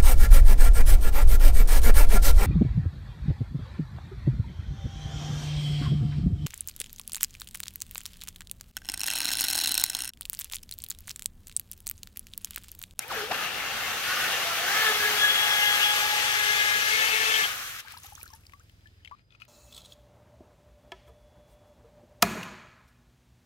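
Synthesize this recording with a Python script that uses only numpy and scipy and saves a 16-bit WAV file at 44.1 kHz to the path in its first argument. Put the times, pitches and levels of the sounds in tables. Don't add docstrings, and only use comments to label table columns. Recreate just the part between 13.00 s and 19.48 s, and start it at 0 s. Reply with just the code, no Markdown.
import sys
import numpy as np
from scipy import signal
from scipy.io import wavfile
from scipy.ndimage import uniform_filter1d, map_coordinates

SR = 44100
rng = np.random.default_rng(int(sys.argv[2]) if len(sys.argv) > 2 else 0)


def convert_level_to_amplitude(level_db):
    exponent = np.asarray(level_db, float) / 20
    return 10 ** exponent


def dump_mix(stems):
    frames = np.atleast_2d(stems).T
    limited = np.clip(frames, -1, 1)
    pcm = np.round(limited * 32767).astype(np.int16)
    wavfile.write(sys.argv[1], SR, pcm)


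N = 285768
HZ = np.fft.rfftfreq(512, 1 / SR)
T = np.arange(N // 128 + 5) * 128 / SR

# (frequency [Hz], left level [dB], right level [dB])
EAR_COLOUR = [(130, -16.5, -16), (384, -21, -24.5), (466, -8.5, -12), (800, -7.5, -5), (1000, -11.5, -22.5),
              (1123, -3, -5), (1970, -1, -8.5), (3000, 0.5, -10), (5060, -9, -12), (6220, -11.5, -8.5),
              (7580, -16, -16), (9600, -15, -22), (12400, -14.5, -11), (16960, -21, -25.5)]
# (frequency [Hz], likeness [0-1])
LIKENESS = [(300, 0.73), (800, 0.85), (1300, 0.52), (2000, 0.58), (3500, 0.17), (6000, 0.037),
            (12000, 0.054)]
# (time [s], lead [samples])
LEFT_LEAD = [(0, 3), (1.2, 0.5), (2.4, 6.8), (3.6, 10.5), (4.4, 14.4), (4.6, 6), (6.48, 13.7)]
# (time [s], left-right level [dB], lift out of the water [0-1])
POSE = [(0, 1.5, 0.12), (.5, 0, 0.16), (1, 0, 0.48), (1.7, 0, 0.57), (2.4, 2.5, 0.7), (3, 2.5, 0.92),
        (3.8, 5, 0.96), (4.4, 4.5, 0.98), (4.55, 0.5, 0.4)]
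# (frequency [Hz], width [Hz], level [dB])
RUSH_RIDGES = [(643, 87, -13.5), (40, 124, -11), (1040, 86, -2.5), (1710, 130, 3.5), (2690, 110, 0.5)]
# (time [s], level [dB])
WATER_FLOW = [(0, -48), (.075, -49), (.115, -37), (.19, -36), (.25, -38.5), (.295, -41.5), (.38, -35),
              (.45, -35), (.5, -36.5),
              (.55, -36), (1.02, -33), (1.1, -31), (1.25, -30), (1.35, -31), (1.65, -31), (1.75, -27.5),
                (1.88, -28), (1.97, -28.5), (2.4, -28.5), (2.9, -28), (3, -28), (3.78, -29), (4.039, -28),
                (4.45, -28.5)]
# (time [s], gain [dB], half length [s])
SPITS = [
    (0.318, 12, 0.0084),
    (0.348, 5.5, 0.018),
]
# (time [s], firing rate [Hz], level [dB])
ENGINE = [
    [(0, 21.85, -59), (1.85, 22.78, -60), (3.5, 22.69, -58), (4.85, 22.65, -60)],
    [(4.85, 24, -63), (5.1, 19, -55.5), (5.5, 20, -59), (5.94, 21, -58), (6.15, 19, -60)],
    [(6.15, 25.36, -65), (6.48, 24.6, -63)],
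]
# (order [number], level in first, second, third stretch [dB])
ENGINE_ORDERS = [(2, 5.5, -6, 4.5), (3, -16, -7, -7), (4, 5, -1, 8), (5, 4.5, -4, 8.5), (6, -1, -18, -18),
                 (7, -16.5, -36, -21), (8, -13.5, -41, -26)]
# (frequency [Hz], level [dB per Hz])
AIR_COLOUR = [(18, -34), (30, -7), (85, -5), (168, -14), (505, -24), (622, -24.5), (945, -29.5),
              (1720, -24.5), (4780, -29), (5310, -29), (15500, -34)]
# (frequency [Hz], waver [Hz], level [dB])
INSECTS = [(4930, 12, -78), (7900, 25, -99)]
# (time [s], peak level [dB], from [Hz], to [Hz], length [s])
WHISTLES = [(.002, -46, 2050, 2180, 0.03), (0.019, -42, 2140, 2680, 0.034), (0.03, -53, 401, 650, 0.11),
            (0.029, -51, 775, 1040, 0.077), (0, -49, 1510, 1750, 0.016), (4.934, -47, 646, 1480, 0.016),
            (5.173, -48, 800, 2200, 0.014), (5.212, -54, 2210, 3000, .018), (5.257, -48, 1120, 2000, 0.014),
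            (5.593, -59, 1070, 1800, 0.026), (.29, -48, 260, 110, .04)]
# (time [s], peak level [dB], pitch [Hz])
SNAPS = [(.0812, -34, 12000), (.1246, -37, 10000), (.1511, -35, 12500), (.166, -38, 12200),
         (.196, -38, 10700), (.3002, -38, 11500), (.3321, -32, 11500), (.344, -32, 11500),
         (4.9758, -43, 12500), (4.9828, -39, 10300), (5.04, -44, 11500), (5.0596, -41, 13000),
         (5.064, -42, 11500), (5.095, -50, 12500), (5.101, -45, 10000), (5.1978, -49, 11600),
         (5.222, -41, 12800), (5.244, -48, 14500), (5.2776, -45, 13200), (5.318, -51, 12000),
         (5.3515, -42, 11200), (5.361, -49, 10200), (5.4083, -56, 11700), (5.635, -60, 11200),
         (5.717, -64, 10300)]
# (time [s], resonance [Hz], level [dB])
AIR_POCKET = [(.095, 1402, -50), (.11, 1240, -39), (.124, 830, -36), (.14, 600, -44), (.16, 470, -45),
              (.183, 440, -39), (.21, 400, -47), (.238, 428, -39.5), (.262, 435, -47), (.3, 530, -41),
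              (.32, 766, -29), (.335, 1000, -37), (.35, 1200, -59)]
# (from [s], to [s], frequency [Hz], width [Hz], level [dB])
FROTH_STREAKS = [(.15, 0.226, 1665, 89.5, -44), (.3, .66, 1730, 60, -48.5), (0.38, 0.487, 1220, 90, -41),
                 (0.292, 0.99, 2730, 150, -45), (.55, .9, 2100, 100, -47.5), (1.052, 1.45, 2765, 120, -43),
                 (1.094, 1.3, 1220, 70, -46), (2.6, 2.9, 2840, 250, -34.5), (4.054, 4.299, 3210, 200, -47),
                 (4.326, 4.386, 3150, 250, -33.5), (4.409, 4.47, 3170, 200, -35),
                 (4.282, 4.33, 3500, 120, -40)]
# (time [s], speed [Hz])
SHAFT_SPEED = [(1.04, 354), (1.12, 369), (1.25, 368), (1.4, 346), (1.55, 332.4), (1.63, 344.5), (1.68, 387),
               (1.77, 429.4), (1.83, 436.8), (2.0, 421.7), (2.4, 417.6), (2.85, 417), (3.0, 419.9),
               (3.3, 419.9), (3.8, 418), (3.98, 435), (4.39, 439), (4.47, 408)]
ORDERS_DB = [-53.5, -45.5, -46, -32.5, -40.5, -48, -57.5, -47.5]
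# (from [s], to [s], gain [dB])
ORDER_SWELLS = [
    [(1.78, 2.25, 11), (3.35, 4.0, 3.5), (4.1, 4.42, 9.5)],
    [(1.42, 1.72, 8), (2.4, 3.3, 8.5), (3.3, 3.8, 4)],
    [(1.74, 1.95, 7.5), (2.45, 3.2, 4)],
    [(1.08, 1.29, -0.5), (1.3, 1.47, -17), (1.6, 1.68, -6), (1.75, 1.9, 4.5), (1.92, 1.99, -15.5),
     (1.99, 2.1, 3), (2.1, 2.22, -11), (2.21, 2.32, 10), (2.31, 2.37, -10), (2.38, 2.6, 1.5),
     (2.6, 2.95, 3), (2.95, 3.28, -1), (3.28, 3.37, -0.5), (3.37, 3.6, 2.5), (3.6, 3.9, 4), (3.9, 3.97, -8),
     (3.97, 4.08, 3), (4.08, 4.18, -12), (4.4, 4.5, 1.5)],
    [(1.7, 1.9, 2), (2.06, 2.12, 5), (2.5, 2.78, 8), (2.62, 2.66, 4), (3.2, 3.38, 3.5), (3.38, 3.76, 9),
     (3.84, 4.08, 10), (4.08, 4.4, 5), (4.42, 4.5, 7)],
    [(3.52, 3.9, 8.5), (4.0, 4.17, 13.5), (4.2, 4.3, 13), (4.3, 4.42, 9)],
    [(2.22, 2.5, 8), (2.72, 2.82, 10), (3.55, 3.72, 13), (3.95, 4.4, 14)],
    [(1.86, 1.98, 12.5), (2.17, 2.4, 21), (2.4, 2.78, 19), (2.81, 2.95, 22), (2.98, 3.7, 8)],
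]
# (time [s], peak level [dB], pitch [Hz], t60 [s])
TRAPPED_BUBBLES = [(4.968, -41, 950, 0.046), (5.045, -44, 784, 0.05), (5.057, -48, 1270, .059),
                   (5.084, -51, 841, 0.052), (5.122, -39.5, 813, 0.051), (5.195, -50, 890, 0.053),
                   (5.238, -39, 1426, 0.02), (5.303, -49, 1040, 0.056), (5.331, -46, 880, 0.074),
                   (5.338, -50, 885, 0.1), (5.534, -44, 1116, 0.077), (5.857, -48, 1710, 0.08),
                   (4.763, -36, 1326, 0.033), (4.848, -46, 860, .05), (4.874, -37, 1560, .04),
                   (5.193, -50, 1230, .05), (5.334, -48, 1690, 0.048), (4.862, -46, 1520, .04),
                   (4.906, -42, 1880, .03), (4.944, -38, 1250, .04), (4.952, -48, 2350, .03),
                   (4.968, -47, 1600, .04), (5.028, -58, 1400, .04), (5.088, -52, 1650, .03),
                   (5.108, -62, 1290, 0.027), (5.145, -62, 1280, .03), (5.228, -55, 1500, 0.032),
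                   (5.282, -56, 1330, .03), (5.318, -54, 1140, .04), (5.408, -70, 1120, 0.043),
                   (5.494, -63, 1010, 0.022)]
# (time [s], peak level [dB], pitch [Hz], left-right level [dB])
SPLATS = [(4.764, -32, 3700, -2), (4.8825, -35, 2490, 12.5), (4.921, -33, 8400, 4), (4.973, -33, 3870, 3),
          (5.0, -39, 9000, 1), (5.0187, -49, 3470, 9), (5.033, -34, 6040, 3), (5.067, -36, 6070, 8),
          (5.133, -41, 10100, 1), (5.1517, -32.5, 6660, -8), (5.2032, -40, 5250, 0.5),
          (5.212, -42, 2370, 13), (5.23, -25, 12800, -7), (5.2562, -39, 6950, -1.0),
          (5.2776, -40, 4120, 1.0), (5.3026, -46, 5290, 7), (5.335, -37, 5400, 7), (5.4083, -57, 4840, 3),
          (5.4353, -54, 2425, 10), (5.4522, -49, 2360, 9), (5.466, -40.5, 4800, 2), (5.495, -48, 2250, 14),
          (5.5208, -47, 2530, 11), (5.535, -42, 2061, 9), (5.5959, -50, 6220, 4), (5.6952, -46.5, 2520, 10),
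          (5.808, -58, 3170, 2), (5.8713, -48, 2930, 8), (4.906, -44, 2500, 5), (4.941, -43, 3100, 6),
          (4.986, -44, 4400, 3), (5.04, -42, 4000, 3), (5.064, -40, 3800, 7), (5.16, -42, 3300, 4),
          (5.222, -44, 3000, 5), (5.288, -45, 4000, 2), (5.347, -51, 5600, 4)]
# (time [s], peak level [dB], pitch [Hz], left-right
# level [dB])
KNOCKS = [(6.048, -44, 3000, 18), (6.0577, -44, 2840, 4.7), (6.0747, -49, 3900, 12),
          (6.0816, -50, 2880, 7.5), (6.095, -54, 2600, 8), (6.112, -47, 1870, 5.4), (6.118, -56, 2600, 6),
          (6.4188, -45, 2620, 10)]
# (time [s], peak level [dB], pitch [Hz], t60 [s])
CASING_RINGS = [(6.033, -63, 3050, 0.024), (6.048, -43, 3050, .025), (6.049, -45, 2116, 0.019),
                (6.058, -45, 2730, .015), (6.075, -40.5, 2200, 0.019), (6.076, -47, 3150, .025),
                (6.005, -63, 1750, .03), (6.306, -52, 3500, 0.0099), (6.3235, -55, 3400, .012),
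                (6.4193, -41, 2540, 0.037), (6.419, -49, 2900, .04)]
# (time [s], peak level [dB], pitch [Hz], t60 [s], pitch rise [per t60])
LAST_PLOP = [
    (6.112, -40.5, 960, .11, .42),
    (6.112, -43, 1300, .016, 0),
    (6.118, -39.5, 1110, .12, .36),
    (6.118, -46, 1500, .012, 0),
]
# (time [s], level [dB])
RUBS = [
    [(6.15, -74), (6.195, -62), (6.222, -75)],
    [(6.31, -65), (6.335, -61), (6.362, -59)],
    [(6.4, -54), (6.425, -51.5), (6.46, -69)],
]
# (time [s], peak level [dB], sharp edge [dB])
TAPS = [(6.1734, -66, -20), (6.193, -61, -30), (6.306, -64, -19), (6.323, -59.5, -22), (6.3485, -57, -30),
        (6.4015, -54, -13), (6.4187, -44.5, -16), (6.4514, -57, -2)]
# (frequency [Hz], width [Hz], level [dB])
CASING = [(1356, 110, -5), (2500, 81, -2), (2820, 61, -16), (3780, 280, -16), (4240, 170, -13),
          (2400, 1320, -13.5), (5570, 910, -40)]

STOP_S, LANDED_S, SCENE_CHANGE_S = 4.408, 4.806, 6.152
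DRIP_PAN_DB = 10
SIDES = np.array([[0.5], [-0.5]])


def evened(x):
    return x / np.sqrt(np.mean(abs(x) ** 2) + 1e-20)


def read(points, hz):
    f, *values = np.transpose(points)
    return np.array([np.interp(np.log(hz + 1), np.log(f + 1), v) for v in values])


def curves(rows, t):
    s, *columns = np.transpose(rows)
    return [np.interp(t, s, c) for c in columns]


def add(mix, s, sound):
    part = mix[:, round(s * SR):][:, :sound.shape[1]]
    part += sound[:, :part.shape[1]]


def bump(t, s, db, half_s):
    return db * np.clip(1 - abs(t - s) / half_s, 0, 1)


def ramp(t, s, length_s):
    return np.clip((t - s) / abs(length_s), 0, 1)


def wander(rate_hz):
    size = max(int(SR / rate_hz), 2)
    smooth = uniform_filter1d(rng.standard_normal(N), size)
    return evened(uniform_filter1d(smooth, size))


def resonate(x, hz, width):
    turn = np.exp(2j * np.pi * np.cumsum(hz * np.ones(len(x))) / SR)
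    r = np.exp(-np.pi * width / SR)
    return 2 * (turn * signal.lfilter([1 - r], [1, -r], x / turn)).real


def delayed(x):
    n = np.arange(N)
    return map_coordinates(x, [n - curves(LEFT_LEAD, n / SR)[0]], order=3)


def place(x, pan_db):
    return np.array([x * convert_level_to_amplitude(pan_db / 2), delayed(x) * convert_level_to_amplitude(-pan_db / 2)])


def lag(pair):
    return np.array([pair[0], delayed(pair[1])])


def noise(field_db, drive, patchy_db):
    left, other = signal.stft(drive, nperseg=512, noverlap=384)[2][:, :, :len(T)]
    patches = rng.standard_normal((len(T), len(HZ))).T
    patches = uniform_filter1d(patches, size=7, axis=0)
    patches = evened(uniform_filter1d(patches, size=20, axis=1))
    same = np.clip(read(LIKENESS, HZ)[0], 0, 1)[:, None]
    late = np.exp(-2j * np.pi * HZ[:, None] * curves(LEFT_LEAD, T)[0] / SR)
    z = np.array([left, same * late * left + np.sqrt(1 - same ** 2) * other])
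    return signal.istft(z * convert_level_to_amplitude(field_db + patchy_db * patches), nperseg=512, noverlap=384)[1][:, :N]


def bubble(t, db, hz, t60, pan, rise, onset_cycles=1.2):
    phase = 2 * np.pi * hz * (t + rise * t ** 2 / (2 * abs(t60)))
    ring = np.sin(phase) * (1 - np.exp(-t * hz / onset_cycles))
    return convert_level_to_amplitude(db - 60 * t / abs(t60) + pan * SIDES) * ring


def water_level(raining, landed, spit):
    level = curves(WATER_FLOW, T)[0] + spit
    rain_db = -32.5 - 30.8 * (T - STOP_S) + bump(T, 4.8, 3.5, 0.02)
    level += raining * (rain_db - level)
    trickle_db = -52 - 23.4 * (T - LANDED_S)
    level += landed * (trickle_db - level)
    return level - 40 * ramp(T, 5.37, 0.078)


def water_colour(lift, raining, landed):
    # low churn, froth near 1.5 kHz, deep gurgle, fizz [dB]
    sunk = np.array([[7], [5], [5], [-2.5]])
    lifted = np.array([[-0.96], [-1.8], [-1.2], [0.39]])
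    rain = np.array([[1.5], [3.6], [0.5], [1]])
    thinned = np.array([[-7.5], [3], [5], [3]])
    trickle = np.array([[-6], [-6.5], [0], [4.5]])
    colour = sunk + lift * (lifted - sunk)
    thinning = ramp(T, STOP_S, LANDED_S - STOP_S)
    colour += raining * (rain + thinning * (thinned - rain) - colour)
    return colour + landed * (trickle - colour)


def rush(drops_per_s=3000, spread_db=3, grain=0.35, flutter_db=-0.28, gusts_db=4.0):
    pan, lift = curves(POSE, T)
    raining, landed = ramp(T, STOP_S, 0.093), ramp(T, LANDED_S, 0.016)
    spit = sum(bump(T, *row) for row in SPITS)
    level = water_level(raining, landed, spit)
    low, froth, deep, fizz = water_colour(lift, raining, landed)

    shape = (2, len(T) * 128)
    drops = (rng.random(shape) < drops_per_s / SR) * rng.choice([-1, 1], shape)
    drops = drops * convert_level_to_amplitude(spread_db * np.minimum(rng.exponential(1, shape), 4))
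    drive = rng.standard_normal(shape) + grain * evened(drops)

    ears = read(EAR_COLOUR, HZ)
    ears = ears + sum(db / (1 + (2 * (HZ - hz) / width) ** 2) for hz, width, db in RUSH_RIDGES)
    band = (HZ > 1000) & (HZ < 6000)
    ears = ears - 10 * np.log10(np.sum(convert_level_to_amplitude(2 * ears[:, band])) / (2 * len(HZ)))

    hz = HZ[:, None] + 1
    lows = np.clip(np.log2(1150 / hz) * 3, 0, 1)
    highs = np.clip(np.log2(hz / 4500) * 2.0, 0, 1)
    deeps = np.clip(np.log2(450 / hz) * 3.2, 0, 1)
    top = np.clip(np.log2(hz / 9000) * 2, 0, 1)
    foam = landed * bump(T, 4.84, 9.3, 0.21)
    dry_fizz = bump(T, 0.024, 8.9, 0.017)
    tilt = lows * (low + 0.22 * spit)
    tilt = tilt + highs * (fizz - 0.7 * spit + dry_fizz - 1.1 * foam)
    tilt += (froth + foam) / (1 + ((hz - 1450) / 380) ** 2) + deep * deeps
    tilt += -3.5 * ramp(T, 2.77, 0.5) * (1 - raining) * top
    sides = (1 - lows) * (1 - highs) * (pan - 4.5) * SIDES[:, :, None]
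    frame_start = np.minimum((T * SR).astype(int), N - 1)
    flutter = (flutter_db + gusts_db * landed) * wander(29)[frame_start]
    return noise(ears[:, :, None] + tilt + sides + level + flutter + 2.0, drive, patchy_db=1.0)


def engine(uneven_db=1):
    out = np.zeros((2, N))
    for stretch, rows in enumerate(ENGINE, 1):
        t = np.arange(rows[0][0], rows[-1][0], 1 / SR)
        hz, db = curves(rows, t)
        turns = np.cumsum(hz * (1 + 0.009 * wander(6.0)[:len(t)])) / SR
        beat = np.zeros(len(t))
        for order in ENGINE_ORDERS:
            order_db = order[stretch] + uneven_db * wander(4.5)[:len(t)]
            beat += convert_level_to_amplitude(order_db) * np.cos(2 * np.pi * order[0] * turns)
        thud = convert_level_to_amplitude(db) * evened(beat) * signal.windows.tukey(len(t), 0.04)
        add(out, t[0], np.tile(thud, (2, 1)))
    return out


def air():
    before = T < SCENE_CHANGE_S
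    level = np.where(before, -68, -70)
    mist = -59.5 - 16.5 * np.maximum(T - 4.6, 0)
    treble = np.where(before, mist, -91)
    colour = read(AIR_COLOUR, HZ)
    band = (HZ > 250) & (HZ < 4000)
    colour = colour - 10 * np.log10(np.sum(convert_level_to_amplitude(2 * colour[:, band])) / len(HZ))
    highs = np.clip(np.log2((HZ + 1) / 4000), 0, 1)[:, None]
    mids = np.clip(HZ / 2500, 0, 1)[:, None] * (1 - highs)
    field = colour[:, :, None] + level + highs * (treble - level + 5.5)
    field = field + bump(T, 6.26, -10, 0.076) * mids
    return noise(field, rng.standard_normal((2, len(T) * 128)), patchy_db=0.5)


def insects():
    out = np.zeros((2, N))
    throb_db = 3 * np.sin(2 * np.pi * 33 * np.arange(N) / SR)
    for hz, width, db in INSECTS:
        song = np.sin(2 * np.pi * np.cumsum(hz + width * wander(90)) / SR)
        out += convert_level_to_amplitude(db + 2.5 * np.array([wander(90), wander(90)]) + throb_db) * song
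    return out


def whistles():
    out, t = np.zeros((2, N)), np.arange(5000) / SR
    for s, db, from_hz, to_hz, length in WHISTLES:
        u = t[t < length]
        glide = signal.chirp(u, from_hz, length, to_hz, "logarithmic")
        glide = glide * signal.windows.tukey(len(u), 0.7)
        add(out, s, convert_level_to_amplitude(db + DRIP_PAN_DB * SIDES) * glide)
    return out


def snaps(t60=0.0055, spread=0.2):
    out, t = np.zeros((2, N)), np.arange(800) / SR
    jolts = rng.standard_normal((len(SNAPS), 2, len(t)))
    for (s, db, hz), jolt in zip(SNAPS, jolts):
        tone = np.sin(2 * np.pi * hz * t)
        ring = np.array([tone + 0.6 * evened(resonate(j, hz, spread * hz)) for j in jolt])
        add(out, s, convert_level_to_amplitude(db + 4.5 - 60 * t / t60) * (1 - np.exp(-t / 0.0002)) * ring)
    return out


def gulp(width_hz=110, burst_s=0.305, burst_hz=300):
    t = np.arange(N) / SR
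    hz, db = curves(AIR_POCKET, t)
    rough = evened(resonate(resonate(rng.standard_normal(N), hz, width_hz), hz, 2 * width_hz))
    tone = np.sqrt(2) * np.sin(2 * np.pi * np.cumsum(hz) / SR)
    burst = evened(resonate(rng.standard_normal(N), hz, burst_hz))
    ring = evened(np.where(t < burst_s, rough / 2 + tone, burst))
    present = (t > AIR_POCKET[0][0]) * (t < AIR_POCKET[-1][0])
    return place(ring * convert_level_to_amplitude(db) * present, 3.5)


def streaks(edge_s=0.021, flicker_db=3):
    t, out = np.arange(N) / SR, np.zeros(N)
    for s, end, hz, width, db in FROTH_STREAKS:
        band = evened(resonate(resonate(rng.standard_normal(N), hz, width), hz, 2 * width))
        present = ramp(t, s, edge_s) - ramp(t, end - edge_s, edge_s)
        out += convert_level_to_amplitude(db + flicker_db * wander(49)) * band * present
    return place(out, 9.4)


def motor(wobble=(0.007, 0.002), flicker_db=(3, 2.3), halo_db=(-4, -8), cruise_hz=424.7,
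          speed_db_per_octave=22, swell_s=0.05):
    t = np.arange(N) / SR
    hz = curves(SHAFT_SPEED, t)[0]
    starting = np.clip((t - SHAFT_SPEED[0][0]) / 0.06, 0, 1)
    stopping = np.clip((SHAFT_SPEED[-1][0] + 0.0055 - t) / 0.013, 0, 1)
    settled = ramp(t, 2.05, 0.15)
    wobble, flicker_db, halo_db = [a + settled * (b - a) for a, b in (wobble, flicker_db, halo_db)]
    turns = np.cumsum(hz * (1 + wobble * wander(67.2))) / SR
    out = np.zeros((2, N))
    for k, (db, swells) in enumerate(zip(ORDERS_DB, ORDER_SWELLS), 1):
        db = db + speed_db_per_octave * np.log2(hz / cruise_hz)
        for s, end, gain_db in swells:
            db += gain_db * (ramp(t, s - swell_s / 2, swell_s) - ramp(t, end - swell_s / 2, swell_s))
        tone = np.sqrt(2) * np.sin(2 * np.pi * (k * turns + rng.random()))
        tone = tone * convert_level_to_amplitude(db + flicker_db * wander(49))
        halo = resonate(resonate(rng.standard_normal(N), k * hz, 30 * k), k * hz, 60 * k)
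        tone += convert_level_to_amplitude(db + halo_db) * evened(halo)
        left_db, right_db = read(EAR_COLOUR, k * 437.0)
        pan_db = left_db - right_db + curves(POSE, t)[0] - 4.5
        out += place(convert_level_to_amplitude(-1.7) * tone * starting * stopping, pan_db)
    return out


def patter(count=480, start_s=4.48, end_s=5.45, first_db=-37, last_db=-63):
    out, t = np.zeros((2, N)), np.arange(1500) / SR
    for when, size, strength, side, rise in rng.random((count, 5)):
        when = when ** 1.2
        hz = 1000 * 8 ** (size ** 1.72)
        db = first_db + (last_db - first_db) * when - 12 * strength
        drop = bubble(t, db, hz, 30 / hz, 12 * side - 4, 1.4 * rise)
        burst = convert_level_to_amplitude(db - 23 - 60 * t / 0.012) * (rise < 0.25) * rng.standard_normal((2, len(t)))
        add(out, start_s + when * (end_s - start_s), drop + burst)
    return out


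def trapped_bubbles():
    out, t = np.zeros((2, N)), np.arange(5000) / SR
    for s, *ring in TRAPPED_BUBBLES:
        add(out, s, bubble(t, *ring, DRIP_PAN_DB, 0.11))
    for s, *ring, rise in LAST_PLOP:
        add(out, s, bubble(t[t < SCENE_CHANGE_S - s], *ring, DRIP_PAN_DB, rise, 0.6))
    return out


def splats_and_knocks():
    out, t = np.zeros((2, N)), np.arange(5000) / SR
    hits = SPLATS + KNOCKS
    jolts = rng.standard_normal((len(hits), 3, len(t)))
    for (s, db, hz, pan), jolt in zip(hits, jolts):
        edge_db = -14.0 + 1.8 * np.sqrt(max(-db - 16, 0)) + 6 * (hz > 4500)
        edge_db -= 22 * (s > KNOCKS[0][0] - 0.01)
        ring = evened(resonate(jolt[0], hz, 0.15 * hz)) * (1 - np.exp(-t / 0.00058))
        ring = convert_level_to_amplitude(-60 * t / (0.01 + 18 / hz)) * ring
        tick = np.diff(jolt[1:], prepend=0) * (1 - np.exp(-t / 0.001))
        tick = convert_level_to_amplitude(edge_db - 2.5 - 60 * t / 0.008) * tick
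        add(out, s, 0.83 * convert_level_to_amplitude(db + pan * SIDES) * (ring + tick))
    return out


def casing_rings():
    out, t = np.zeros((2, N)), np.arange(5000) / SR
    for s, *ring in CASING_RINGS:
        add(out, s, bubble(t, *ring, DRIP_PAN_DB + 6.5, 0, 0.54))
    return out


def handling(pan_db=11, grit_db=4):
    t, push, edge = np.arange(N) / SR, np.zeros((1, N)), np.zeros((1, N))
    grit = rng.standard_normal(N) * convert_level_to_amplitude(grit_db * wander(200))
    for rows in RUBS:
        touching = (t > rows[0][0]) * (t < rows[-1][0])
        push += convert_level_to_amplitude(curves(rows, t)[0] + 9.5) * touching * grit
    cracks = rng.standard_normal((len(TAPS), 400))
    for (s, db, edge_db), crack in zip(TAPS, cracks):
        thump = evened(resonate(crack, 1800, 2100)) * np.hanning(400) ** 8
        add(push, s, convert_level_to_amplitude(db + 13) * thump[None, 130:])
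        add(edge, s, convert_level_to_amplitude(db + edge_db - 60 * t[:400] / 0.011) * np.diff(crack, prepend=0)[None])
    out = edge[0]
    for hz, width, db in CASING:
        out = out + convert_level_to_amplitude(db) * resonate(resonate(push[0], hz, width), hz, 6 * width)
    return place(out, pan_db)


def scene():
    lakeside = engine() + air() + insects()
    jet = rush() + gulp() + streaks() + motor()
    drips = whistles() + trapped_bubbles() + splats_and_knocks() + casing_rings()
    return lakeside + jet + lag(drips) + snaps() + patter() + handling()


def roll_off(x):
    return signal.sosfilt(signal.butter(12, 16370, fs=SR, output="sos"), x)


def record(dry):
    rumble_cut = signal.butter(2, 36, "high", fs=SR, output="sos")
    firm = signal.sosfilt(rumble_cut, dry)
    band_limit = signal.firwin(1023, 15850, window=("kaiser", 10), fs=SR)
    limited = signal.oaconvolve(firm, band_limit[None], "same")
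    return roll_off(limited)


dry = scene()
out = record(dry)
dump_mix(out)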